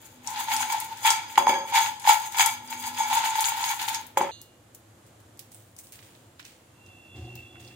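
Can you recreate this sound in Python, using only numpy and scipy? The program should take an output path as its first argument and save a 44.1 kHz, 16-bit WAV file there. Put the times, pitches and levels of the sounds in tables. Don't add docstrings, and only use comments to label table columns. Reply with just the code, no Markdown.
import sys
import numpy as np
from scipy import signal
from scipy.fft import rfft, irfft
from scipy.io import wavfile
from scipy.ndimage import uniform_filter1d

SR = 44100
rng = np.random.default_rng(int(sys.argv[2]) if len(sys.argv) > 2 else 0)


def inscribe(sig):
    pcm = np.round(np.clip(np.atleast_2d(sig).T, -1, 1) * 32767)
    wavfile.write(sys.argv[1], SR, pcm.astype(np.int16))


N = 341775
T = np.arange(N) / SR
CUT_S = 4.313

# t/s, thud peak level/dB, mid clack peak level/dB,
# rocking level in the counter/dB, rocking level in the upper bowl modes/dB
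KNOCKS = [(1.376, -24.5, -11, -36.5, -41), (1.468, -22, -19.5, -32, -31), (4.172, -16, -17, -35, -51),
          (4.208, -18, -22, -37.5, -56.5)]
# f/Hz, relative level/dB,
# time to fall 60 dB when not pressed or damped further/s, phase by which the left leads/rad
BOWL_LOW = [(860, -28, .04, -.3), (861, -2.5, 0.36, -0.85), (889.5, 11, 0.083, -0.46), (924.7, 5, 0.12, -1),
            (968, -51.5, .04, -0.45)]
# f/Hz, relative level/dB, time to fall 60 dB/s, phase by which the left leads/rad
BOWL_HIGH = [(1363, -12, 0.15, 1), (1440, -11.5, 0.11, 2), (1665, -4.5, 0.059, 5), (2242, -1.5, .07, -1.25),
             (2282, -5, 0.058, -0.5), (3260, -5.5, 0.12, 3.5), (3310, -5, 0.044, 2.5),
             (3360, -5, 0.084, 1.5), (4740, -10.5, 0.14, 2.2), (4920, -5.5, 0.045, 5), (6300, -12, .08, 2),
             (6477, -7, 0.18, 1.5), (6650, -11, .06, 5), (7890, -16, .07, -3.5)]


def undb(db):
    return 10 ** (np.asarray(db) / 20)


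def level(x, db):
    return x * undb(db) / np.sqrt(np.mean(x ** 2))


def pan(db):
    return undb(np.array([db, -db]) / 2)


def curves(table):
    s, *columns = np.transpose(table)
    return [np.interp(T, s, column) for column in columns]


def on_log_hz(points, size):
    hz, value = np.transpose(points)
    bins_hz = np.fft.rfftfreq(size, 1 / SR)
    return np.interp(np.log(bins_hz + 1), np.log(hz), value)


def colour(x, points):
    size = 4096
    cepstrum = irfft(np.log(undb(on_log_hz(points, size))), size)
    cepstrum[1:size // 2] *= 2
    cepstrum[size // 2 + 1:] = 0
    response = irfft(np.exp(rfft(cepstrum)), size)
    return signal.oaconvolve(x, response[None], axes=1)[:, :N]


def butter(x, order, hz, kind="low"):
    return signal.sosfilt(signal.butter(order, hz, kind, fs=SR, output="sos"), x)


def mode(x, hz, t60):
    return signal.lfilter([1], [1, -np.exp((2j * np.pi * hz - np.log(1000) / t60) / SR)], x)


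def ring(x, modes):
    total = 0
    for hz, db, t60, lead in modes:
        turn = np.exp(.5j * lead * np.array([[1], [-1]]))
        total = total + undb(db) * np.imag(mode(x, hz, t60) * turn)
    return total


def soft(x):
    return butter(x, 4, [740, 1100], "band")


def walk(rate):
    k = int(SR / rate)
    steps = np.repeat(rng.standard_normal(N // k + 1), k)
    return 1.3 * uniform_filter1d(uniform_filter1d(steps, k), k)[:N]


def grains(rate, spread_db, lag_s):
    when, rank, sign, spot = rng.random((int(rate * N / SR), 4)).T
    size = undb(-spread_db * np.log(np.maximum(rank, .01))) * np.sign(sign - .5)
    shift = np.clip((spot - .5) * lag_s * SR, -90, 90)
    start = when * (N - 200) + 100
    return np.array([np.bincount((start + side * shift).astype(int), size, N) for side in (1, -1)])


def swells(s, rise, fall, db):
    t = T[::32, None] - s
    slope = np.where(t < 0, t / np.maximum(rise, .002), -t / np.maximum(fall, .002))
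    power = undb(2 * db) * 100. ** slope
    return np.interp(T, T[::32], np.sqrt(power.sum(axis=1)))


def kitchen():
    # f/Hz, relative level per Hz/dB
    spectrum = [(15, -82), (25, -41.5), (111, -1.5), (142, -14.5), (349, -10), (399, -19.5), (445, -15),
                (496, -13.5), (538, -14.5), (2530, -27.5), (3060, -27), (5570, -33), (6920, -27.5),
                (15200, -37.5), (16500, -56.5)]
    # f/Hz, left-right correlation [no unit]
    likeness = [(25, 0.81), (100, 1), (300, .9), (1000, 0.2), (3000, 0.15), (16000, 0.076)]
    like = np.clip(on_log_hz(likeness, N), 0, 1)
    noise = rfft(rng.standard_normal((2, N))) * undb(on_log_hz(spectrum, N))
    mid, side = noise * np.sqrt([1 + like, 1 - like])
    hush = level(irfft([mid + side, mid - side], N), -56) * undb(.8 * walk(4.0))
    hum = level(mode(rng.standard_normal(N), 110, 0.089).imag, -64)
    return hush + hum


def sliding():
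    # peak t/s, rise t/s, fall t/s, then relative levels of
    # bowl ring/dB, upper modes/dB, mid scrape/dB, crisp ticks/dB
    shakes = [(0.05, 0.26, 0.31, -58, -60, -52, -54), (0.28, 0.042, .15, -32.5, -50, -38.5, -37.5),
              (0.408, 0.13, 0.067, -26, -37, -29.5, -36.5), (0.525, 0.068, 0.06, -20, -29.5, -25, -29.5),
              (0.626, 0.22, 0.083, -26, -35, -28.5, -31), (0.732, 0.12, 0.17, -25.5, -38.5, -31.5, -33.5),
              (0.81, .03, 0.13, -44, -44, -38, -41.5), (0.93, 0.12, 0.057, -35.5, -51, -39.5, -42.5),
              (1.0, 0.12, 0.072, -53, -51.5, -42, -40.5), (1.059, 0.026, .15, -16, -19, -22, -27),
              (1.112, 0.13, 0.2, -28.5, -46, -32, -38), (1.331, 0.11, 0.18, -40.5, -49, -42, -42),
              (1.38, .005, .03, -24.5, -22.5, -31, -23.5), (1.48, 0.037, .19, -15.5, -26, -40, -38),
              (1.7, 0.054, .06, -43, -43, -38.5, -39.5), (1.76, 0.042, 0.14, -16.5, -22.5, -19, -22.5),
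              (1.87, 0.12, 0.068, -25.5, -49, -33, -33), (2.02, 0.068, 0.043, -50, -58.5, -43.5, -42),
              (2.096, 0.04, 0.073, -10, -19, -15.5, -17), (2.259, 0.32, 0.058, -29.5, -40.5, -36, -36.5),
              (2.35, 0.079, .06, -45, -47, -37.5, -40), (2.408, 0.058, 0.14, -15.5, -20.5, -21.5, -22),
              (2.73, 0.091, 0.057, -33, -36.5, -37, -38.5), (2.88, .2, 0.084, -30.5, -36, -35.5, -36.5),
              (3.0, 0.078, 0.21, -25.5, -30.5, -32, -33.5), (3.131, 0.064, 0.31, -18.5, -34, -24.5, -28.5),
              (3.26, 0.052, 0.065, -21, -34, -26, -23.5), (3.45, 0.39, 0.3, -29.5, -41, -28, -31),
              (3.6, 0.12, 0.29, -26, -50, -33, -33), (3.718, 0.24, 0.048, -25.5, -34.5, -28.5, -34.5),
              (3.82, 0.068, 0.13, -29.5, -42, -29, -32.5), (3.885, 0.022, 0.13, -30, -42, -30, -32),
              (3.95, 0.088, .14, -34, -46.5, -34, -40), (4.177, 0.0046, .025, -24, -28.5, -31, -25),
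              (4.225, 0.045, 0.11, -24.5, -40.5, -43, -42.5)]
    # f/Hz, relative level per Hz/dB
    scrape_colour = [(650, -35.5), (1100, -16), (1230, -4.5), (1360, 6.5), (1510, 3.5), (2250, 2.5),
                     (3080, 2), (3380, 4.5), (6000, -8.5), (7800, -48.5), (13200, -120)]
    # f/Hz, relative level per Hz/dB
    crisp_colour = [(3240, -47), (5500, -15), (6670, 4.5), (8630, -6), (9460, -5), (13100, -8.5),
                    (15100, -2), (16100, -16), (16500, -46.5)]
    # t/s, relative level/dB
    drone_curve = [(0.07, -79), (0.19, -59), (0.74, -57.5), (1.0, -77), (1.45, -56), (1.9, -63), (2.3, -72),
                   (2.45, -62), (2.89, -53), (3.3, -64), (4.1, -66)]
    s, rise, fall, low_db, high_db, mid_db, crisp_db = np.transpose(shakes)
    pushes = soft(grains(1500, 3.0, .00005)[0])
    rubs = grains(3000, 1.6, .0008)

    low = ring(pushes * swells(s, rise, fall, low_db), BOWL_LOW)
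    low = low * undb(-3.5) / np.std(ring(pushes[:SR], BOWL_LOW))

    upper = butter(rubs[0], 2, 1100, "high")
    clang = upper * swells(s, rise, fall, high_db)
    high = sum(ring(clang * undb(3 * walk(30)), [one_mode]) for one_mode in BOWL_HIGH)
    high = high * undb(-2.5) / np.std(ring(upper[:SR], BOWL_HIGH))

    scrape = level(colour(rubs, scrape_colour), -4.5) * swells(s, rise, fall, mid_db)

    dull, bright = (colour(grains(1500, 3.0, 0.00065), crisp_colour) * undb(4.84 * walk(60))
                    for _ in range(2))
    crisp = level(butter(dull, 2, 10000) + bright - butter(bright, 2, 10000), -0.4)
    crisp = crisp * swells(s, 0.92 * rise, 0.7 * fall, crisp_db)

    drone = level(mode(rng.standard_normal(N), 247.5, 0.6).imag, -1.7) * undb(curves(drone_curve)[0])
    return low + (high + scrape) * pan(1.75)[:, None] + crisp * pan(7.5)[:, None] + drone


def ticks():
    # t/s, relative peak level/dB, centre f/Hz, left minus right
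    # level/dB, band edges as ratio to the centre (at least 1.1 is used) [no unit].
    chip_ticks = [(0.2468, -37, 2330, 5, 1.55), (0.2663, -29, 6640, 4.5, 1.55),
                  (0.274, -16.5, 6550, 10, 1.3), (0.338, -29, 7420, 6, 1.55), (0.3606, -25, 3000, 6, 1.55),
                  (0.4748, -28, 3390, -3, 1.55), (0.4833, -25, 2260, 11, 1.6), (0.516, -18.5, 2240, 8, 1.7),
                  (0.5651, -11, 6660, 8, 1.5), (0.629, -19, 2250, 6, 1.47), (0.6985, -24.5, 2250, 8, 1.55),
                  (0.7227, -21, 6760, 4.0, 1.55), (0.802, -16, 9600, 8.5, 1.55),
                  (0.8474, -23, 14400, 7.5, 1.55), (0.9722, -33, 6740, 5.5, 1.55),
                  (1.057, -17, 2190, 7.5, 1.2), (1.0658, -15, 2200, 7, 1.4), (1.0756, -8.5, 2270, -2, 1.55),
                  (1.105, 0, 5800, 2, 1.48), (1.2974, -32, 2280, 1.5, 1.3), (1.3568, -19.5, 2220, 0, 1.8),
                  (1.3782, -14, 2380, 2, 1.4), (1.3792, -19, 3420, 1.5, 1.55), (1.468, -23, 6440, 2, 1.7),
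                  (1.494, -16, 2230, 2, 1.7), (1.5404, -23, 2230, 9, 1.4), (1.675, -31, 2250, 2.5, 1.7),
                  (1.685, -30, 1890, 1.0, 1.55), (1.722, -33, 3400, -0.5, 1.55),
                  (1.7427, -19, 2240, 2.0, 1.4), (1.7543, -15, 4850, -3, 1.6), (1.7635, -15, 2100, -4, 1.7),
                  (1.8616, -16.5, 2160, -0.5, 1.55), (1.9978, -30, 6730, 4.0, 1.55),
                  (2.0437, -24, 2290, -3, 1.55), (2.0657, -18, 2270, 5, 1.55), (2.073, -18, 2260, 3.5, 1.4),
                  (2.0904, -15, 2260, 3.5, 1.55), (2.3236, -28, 7080, 3.5, 1.55),
                  (2.345, -23, 2260, 4, 1.55), (2.355, -23, 2240, 4, 1.4), (2.374, -18, 7030, 7.5, 1.3),
                  (2.3855, -9.5, 2300, 2.5, 1.7), (2.4074, -4, 2180, 5, 1.5), (2.4605, -7.5, 8600, 7, 1.5),
                  (2.574, -34, 2290, 2.0, 1.4), (2.6234, -38, 2250, 1.5, 1.55), (2.676, -29, 7240, 2, 1.4),
                  (2.727, -23.5, 2230, 3, 1.6), (2.802, -39, 6550, 1, 1.55), (2.8394, -26, 2220, 4.5, 1.55),
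                  (2.8704, -25, 7610, 7.0, 1.55), (2.9467, -29, 3350, 5.0, 1.55),
                  (2.9756, -23, 2260, 3, 1.4), (3.034, -23, 6640, 4.5, 1.4), (3.1292, -18, 2270, -1, 1.6),
                  (3.2398, -18, 1990, 4, 1.6), (3.3577, -20, 14800, 8, 1.55), (3.395, -19, 3420, 2.5, 1.4),
                  (3.4074, -10.5, 7900, 8, 1.5), (3.4423, -9.5, 3400, 6, 1.4),
                  (3.5797, -27, 3380, 2.5, 1.55), (3.612, -23, 14500, 7, 1.4), (3.6411, -12, 3450, 6, 1.45),
                  (3.6922, -20, 3410, 2.5, 1.55), (3.793, -26, 2720, 4, 1.55),
                  (3.797, -19.5, 2820, 0, 1.55), (3.8162, -24, 3080, 1, 1.55), (3.8272, -21, 7360, 3, 1.55),
                  (3.886, -13, 3330, 4.0, 1.5), (3.9464, -16, 4800, 0, 1.55), (4.0127, -26, 15000, 5, 1.55),
                  (4.067, -28, 14500, 10, 1.6), (4.1729, -18, 2210, 10, 1.3),
                  (4.2118, -27, 1910, 4.5, 1.55)]
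    finger_cracks = [(4.4157, -29.5, 9590, 4, 1.86), (4.7483, -30.5, 9600, 2, 1.55),
                     (5.0647, -46, 7120, -2.5, 1.7), (5.2029, -44, 9210, 0.5, 1.7),
                     (5.3735, -40.5, 8640, -3.0, 1.7), (5.393, -24.5, 9210, -5, 1.95),
                     (5.5182, -36, 9200, -7, 1.7), (5.5462, -33, 8950, -4.5, 1.13),
                     (5.7651, -35.5, 7260, 6, 1.6), (5.7878, -30, 7310, 1, 1.3),
                     (5.8345, -37, 14800, 2, 1.7), (5.8699, -36, 6700, -1.5, 1.7),
                     (5.9222, -29, 9160, -2.0, 1.7), (5.99, -39.5, 2780, -7, 1.7),
                     (6.0266, -42.5, 2660, -7, 1.9), (6.1507, -43, 2610, -3, 1.7),
                     (6.3957, -33.5, 1940, -10.5, 1.55), (6.4281, -39, 2650, -4.0, 1.9),
                     (6.4517, -32, 4000, -4.5, 2)]
    hand_rustles = [(6.863, -41.5, 5000, -3, 1.6), (7.149, -46, 2000, -7, 1.7), (7.249, -49, 4350, -5, 1.1),
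                    (7.355, -31, 15100, 8, 0.92), (7.354, -37, 5500, -3, 1.5), (7.556, -40, 1300, -7, 1.66),
                    (7.605, -46, 6900, -9, 0.81), (7.649, -43, 4920, -10, 1.4),
                    (7.677, -39.5, 4860, -8, 1.2), (7.71, -47, 2100, -1, 1.4)]
    out, t = np.zeros((2, N + SR)), T[:3000]
    shape = np.exp(-t / 0.00021) + 0.27 * 1000. ** (-t / 0.05)
    for s, db, hz, pan_db, ratio in chip_ticks + finger_cracks + hand_rustles:
        noise = rng.standard_normal((3, len(t)))
        crack = (noise[0] + 4.3 * noise[1:]) * shape
        ratio = max(ratio, 1.1)
        crack = butter(crack, 2, [hz / ratio, min(hz * ratio, .45 * SR)], "band")
        gain = undb(db + 1.0) / abs(crack).max()
        out[:, int(s * SR):int(s * SR) + len(t)] += crack * gain * pan(pan_db)[:, None]
    return out[:, :N]


def landings():
    # t/s, relative ring level/dB, upper modes relative to it/dB
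    chip_landings = [(0.287, -28, -13), (0.393, -24.5, -10), (0.484, -23.5, -13), (0.517, -21, -13),
                     (0.607, -25, -10), (0.701, -20.5, -6), (0.724, -23, -9), (1.049, -14, -6),
                     (1.073, -15.5, -15), (1.105, -16, -10.5), (1.379, 0.5, -7), (1.401, -20, -15),
                     (1.423, -19, -9.5), (1.47, -4.5, -14), (1.501, -13, -30), (1.563, -14.5, -27.5),
                     (1.724, -22.5, -10), (1.746, -13.5, -13), (1.776, -11.5, -15.5), (2.052, -21.5, -15.5),
                     (2.074, -8.5, -11.5), (2.094, -3.5, -13.5), (2.346, -25.5, -9), (2.396, -11.5, 1),
                     (2.875, -42, -13), (2.987, -26.5, -9), (3.006, -19.5, -19), (3.1, -24.5, -17),
                     (3.128, -13, -26), (3.171, -15, -10), (3.199, -25, -13), (3.258, -16, -13),
                     (3.355, -20.5, -4.5), (3.389, -19.5, -10), (3.426, -23, -17), (3.484, -20, -4),
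                     (3.52, -20, -13), (3.64, -28, -4), (3.735, -21, -20), (3.823, -35, -13),
                     (3.88, -22, -11), (3.948, -26, -12), (4.173, -7.5, -5), (4.212, -9.5, -8)]
    s, db, high_db = np.transpose(chip_landings)
    pressed = np.any(abs(s[:, None] - np.transpose(KNOCKS)[0]) < .01, axis=1)
    share = np.where(pressed, .03, 0.81)
    at = (s * SR).astype(int)
    early = at - int(.002 * SR)

    def push(gain, ring_factor):
        modes = [(hz, d, ring_factor * t60, lead) for hz, d, t60, lead in BOWL_LOW]
        return ring(soft(np.bincount(early, undb(db) * gain, N)), modes)

    bump = push((1 - share) * ~pressed, .4)
    clunk = push(pressed, 0.2)
    rings = push(share, 1)
    hits = np.bincount(at, undb(db + high_db - 12.5 * pressed), N)
    upper = ring(butter(hits, 2, 1500, "high"), BOWL_HIGH)
    return undb(-12.5) * clunk + undb(-17.5) * bump + undb(-14.0) * rings + undb(-6) * upper


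def counter(x):
    # f/Hz, relative level/dB, share of a 0.043 s fall of 60 dB [no unit]
    counter_modes = [(190, -14, .8), (270, -14, .9), (388, 2.5, 0.99), (442.5, -14.5, 0.85),
                     (546, 7.5, 1.7), (624, -2, 0.613), (1340, 1, 0.55), (1760, -2.5, .4),
                     (2100, -11.5, 0.36)]
    x = butter(x, 2, 200, "high")
    return sum(undb(db) * mode(x, hz, 0.043 * share).imag for hz, db, share in counter_modes)


def knocks():
    mids_hz = [1100, 2450]
    out, t = np.zeros(N), T[:SR // 4]
    for s, db, clack_db, *_ in KNOCKS:
        thud = rng.standard_normal(len(t)) * (np.exp(-t / 0.00052) + 0.019 * 1000. ** (-t / .1))
        thud = counter(thud)
        clack = rng.standard_normal(len(t)) * (np.exp(-t / 0.0021) + 0.14 * 1000. ** (-t / 0.18))
        clack = butter(clack, 2, mids_hz, "band")
        hit = thud * undb(db) / abs(thud).max() + clack * undb(clack_db) / abs(clack).max()
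        out[int(s * SR):int(s * SR) + len(t)] += hit

    chatter = grains(900, 2.5, .0001)
    s, _, _, counter_db, steel_db = np.transpose(KNOCKS)
    delay_s, rise_s = .015, 0.025
    rocking = swells(s + delay_s, rise_s, .2, counter_db)
    dull = counter(chatter * rocking) / np.std(counter(chatter[0, :SR]))
    dull += level(butter(chatter, 2, mids_hz, "band"), -5.5) * rocking

    hard = butter(chatter[0], 1, [2000, 4500], "band")
    clang = ring(hard * swells(s + delay_s, rise_s, 0.12, steel_db), BOWL_HIGH)
    return out + dull + clang / np.std(ring(hard[:SR], BOWL_HIGH))


def clink():
    # f/Hz, relative level/dB, time to fall 60 dB/s
    steel_tones = [(2690, -15, .4), (2864, -6, .75), (3266, -14, .5), (3564, -6, .5), (3590, -14, .4),
                   (3750, -3, .36), (3919, -12, .2), (4005, -11, .4), (4152, 0, .42), (4562, -15, .4),
                   (4620, -12, .45), (6374, -9, .3), (6391, -4, .38), (6907, -18, .4), (8366, -18, .3)]
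    after = np.maximum(T - CUT_S, 0)
    phases = rng.random((len(steel_tones), 1, 1)) * 2 * np.pi + np.array([[.8], [-.8]])
    tones = 0
    for (hz, db, t60), phase in zip(steel_tones, phases):
        tones = tones + undb(db) * 1000. ** (-after / t60) * np.sin(2 * np.pi * hz * after + phase)
    fade_in = np.minimum(after / 0.0021, 1)
    return undb(-46) * fade_in * tones * pan(-6)[:, None]


def crumbs():
    # peak t/s, fall t/s, relative dull level/dB, bright level/dB
    bursts = [(4.75, 0.034, -60, -52), (5.07, .05, -67, -59.5), (5.395, .12, -52, -55.5),
              (5.52, 0.24, -55.5, -49.5), (5.79, 0.049, -51, -39.5), (5.84, .15, -57, -49.5),
              (5.93, 0.13, -46.5, -45.5), (6.03, 0.35, -53, -55.5), (6.4, .03, -41, -51),
              (6.45, 0.21, -46.5, -52.5), (6.87, 0.082, -57, -67), (7.04, .15, -63, -79),
              (7.16, .5, -51.5, -66), (7.355, 0.19, -51.5, -60), (7.6, .3, -51, -55.5),
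              (7.67, 0.13, -54, -59)]
    # f/Hz, relative level per Hz/dB
    crumb_colour = [(900, -39), (1600, -6), (3000, -3.5), (5500, -9.5), (8900, -9.5), (11500, -21),
                    (14500, -14), (16200, -12)]
    s, fall, dull_db, bright_db = np.transpose(bursts)
    crackle = colour(grains(4000, 1.8, .0006), crumb_colour)
    dull = level(butter(crackle, 3, 8000), -5.0)
    bright = level(butter(crackle, 3, 8000, "high"), 0)
    rise_s = 0.012
    return dull * swells(s, rise_s, fall, dull_db) + bright * swells(s, rise_s, fall, bright_db)


def vehicle():
    # t/s, hum level/dB, relative rumble level/dB, relative boom level/dB
    passing = [(6.5, -74, -69, -71), (6.8, -71, -74, -78.5), (6.88, -65, -52, -59), (7.1, -67.5, -67, -66),
               (7.168, -42.5, -46, -46.5), (7.2, -50, -43, -48), (7.235, -40.5, -37, -47),
               (7.28, -46, -52, -48), (7.36, -46, -56, -48.5), (7.48, -64, -55, -57.5),
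               (7.64, -52, -53, -50.5), (7.75, -58, -68, -57)]
    # f/Hz, width f/Hz, relative level/dB
    boom_modes = [(250, 18, -8), (348, 36, 0), (534, 67, -11.5), (729, 24.4, -6)]
    # t/s, relative lower pair level/dB, relative upper pair level/dB
    horn_curve = [(6.68, -81, -90), (6.75, -71, -84), (6.85, -61, -72.5), (6.93, -57, -71),
                  (7.09, -57, -66), (7.15, -55, -58), (7.25, -52.5, -60), (7.39, -51.5, -64),
                  (7.49, -59.5, -55), (7.75, -56, -65.5)]
    # f/Hz, relative level/dB
    horn_tones = [(2690, -2.5), (2748, -3.5), (3380, -8.5), (3435, -2)]
    hum_db, rumble_db, boom_db = curves(passing)
    hum_hz = 119.6 + 1.3 * walk(12)
    hum = np.sqrt(2) * np.sin(2 * np.pi * np.cumsum(hum_hz) / SR) * undb(hum_db)
    rumble = level(mode(rng.standard_normal(N), 90.4, 0.32).imag, -1.56) * undb(rumble_db)

    noise = rng.standard_normal(N)
    boom = 0
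    for hz, width, db in boom_modes:
        t60 = np.log(1000) / np.pi / width
        boom = boom + level(mode(noise, hz, t60).imag, db)
    boom = level(boom, -2.1) * undb(boom_db)

    lead = np.array([[.6], [-.6]])
    tones = []
    for hz, db in horn_tones:
        gain = undb(db + 2.5 * walk(50) + 2.3 * walk(18)) * np.sqrt(2)
        tones.append(gain * np.sin(2 * np.pi * hz * T + 1.1 * walk(60) + lead))
    lower_db, upper_db = curves(horn_curve)
    horn = undb(lower_db) * (tones[0] + tones[1]) + undb(upper_db) * (tones[2] + tones[3])
    arrival = np.clip((T - passing[0][0]) / 0.09, 0, 1)
    return arrival * (hum + rumble + boom + horn * pan(-2.5)[:, None])


def room(x):
    t = T[:int(.4 * SR)]
    tail = rng.standard_normal((2, len(t))) * 1000. ** (-t / 0.25) * (t > .004)
    tail = tail * undb(-7.5) / np.sqrt(np.sum(tail[0] ** 2))
    return signal.oaconvolve(x, tail, axes=1)[:, :N]


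def scene():
    tossing = sliding() + landings() + knocks()
    before = np.clip((CUT_S - T) / 0.0028, 0, 1)
    small = ticks()
    bowl = before * (tossing + room(tossing))
    return bowl + small + room(small) + clink() + crumbs() + vehicle() + kitchen()


def record(dry):
    # f/Hz, level/dB; the right port gets the opposite
    left_port = [(100, 0), (1000, 0), (9000, -1), (15000, 1)]
    right_port = [(hz, -db) for hz, db in left_port]
    thin = butter(dry, 2, 60, "high")
    thin = np.vstack([colour(thin[:1], left_port), colour(thin[1:], right_port)])
    rounded = np.tanh(1.1 * thin) / 1.1
    return signal.sosfilt(signal.ellip(12, .3, 100, 15900, fs=SR, output="sos"), rounded)


dry = scene()
out = record(dry)
inscribe(out)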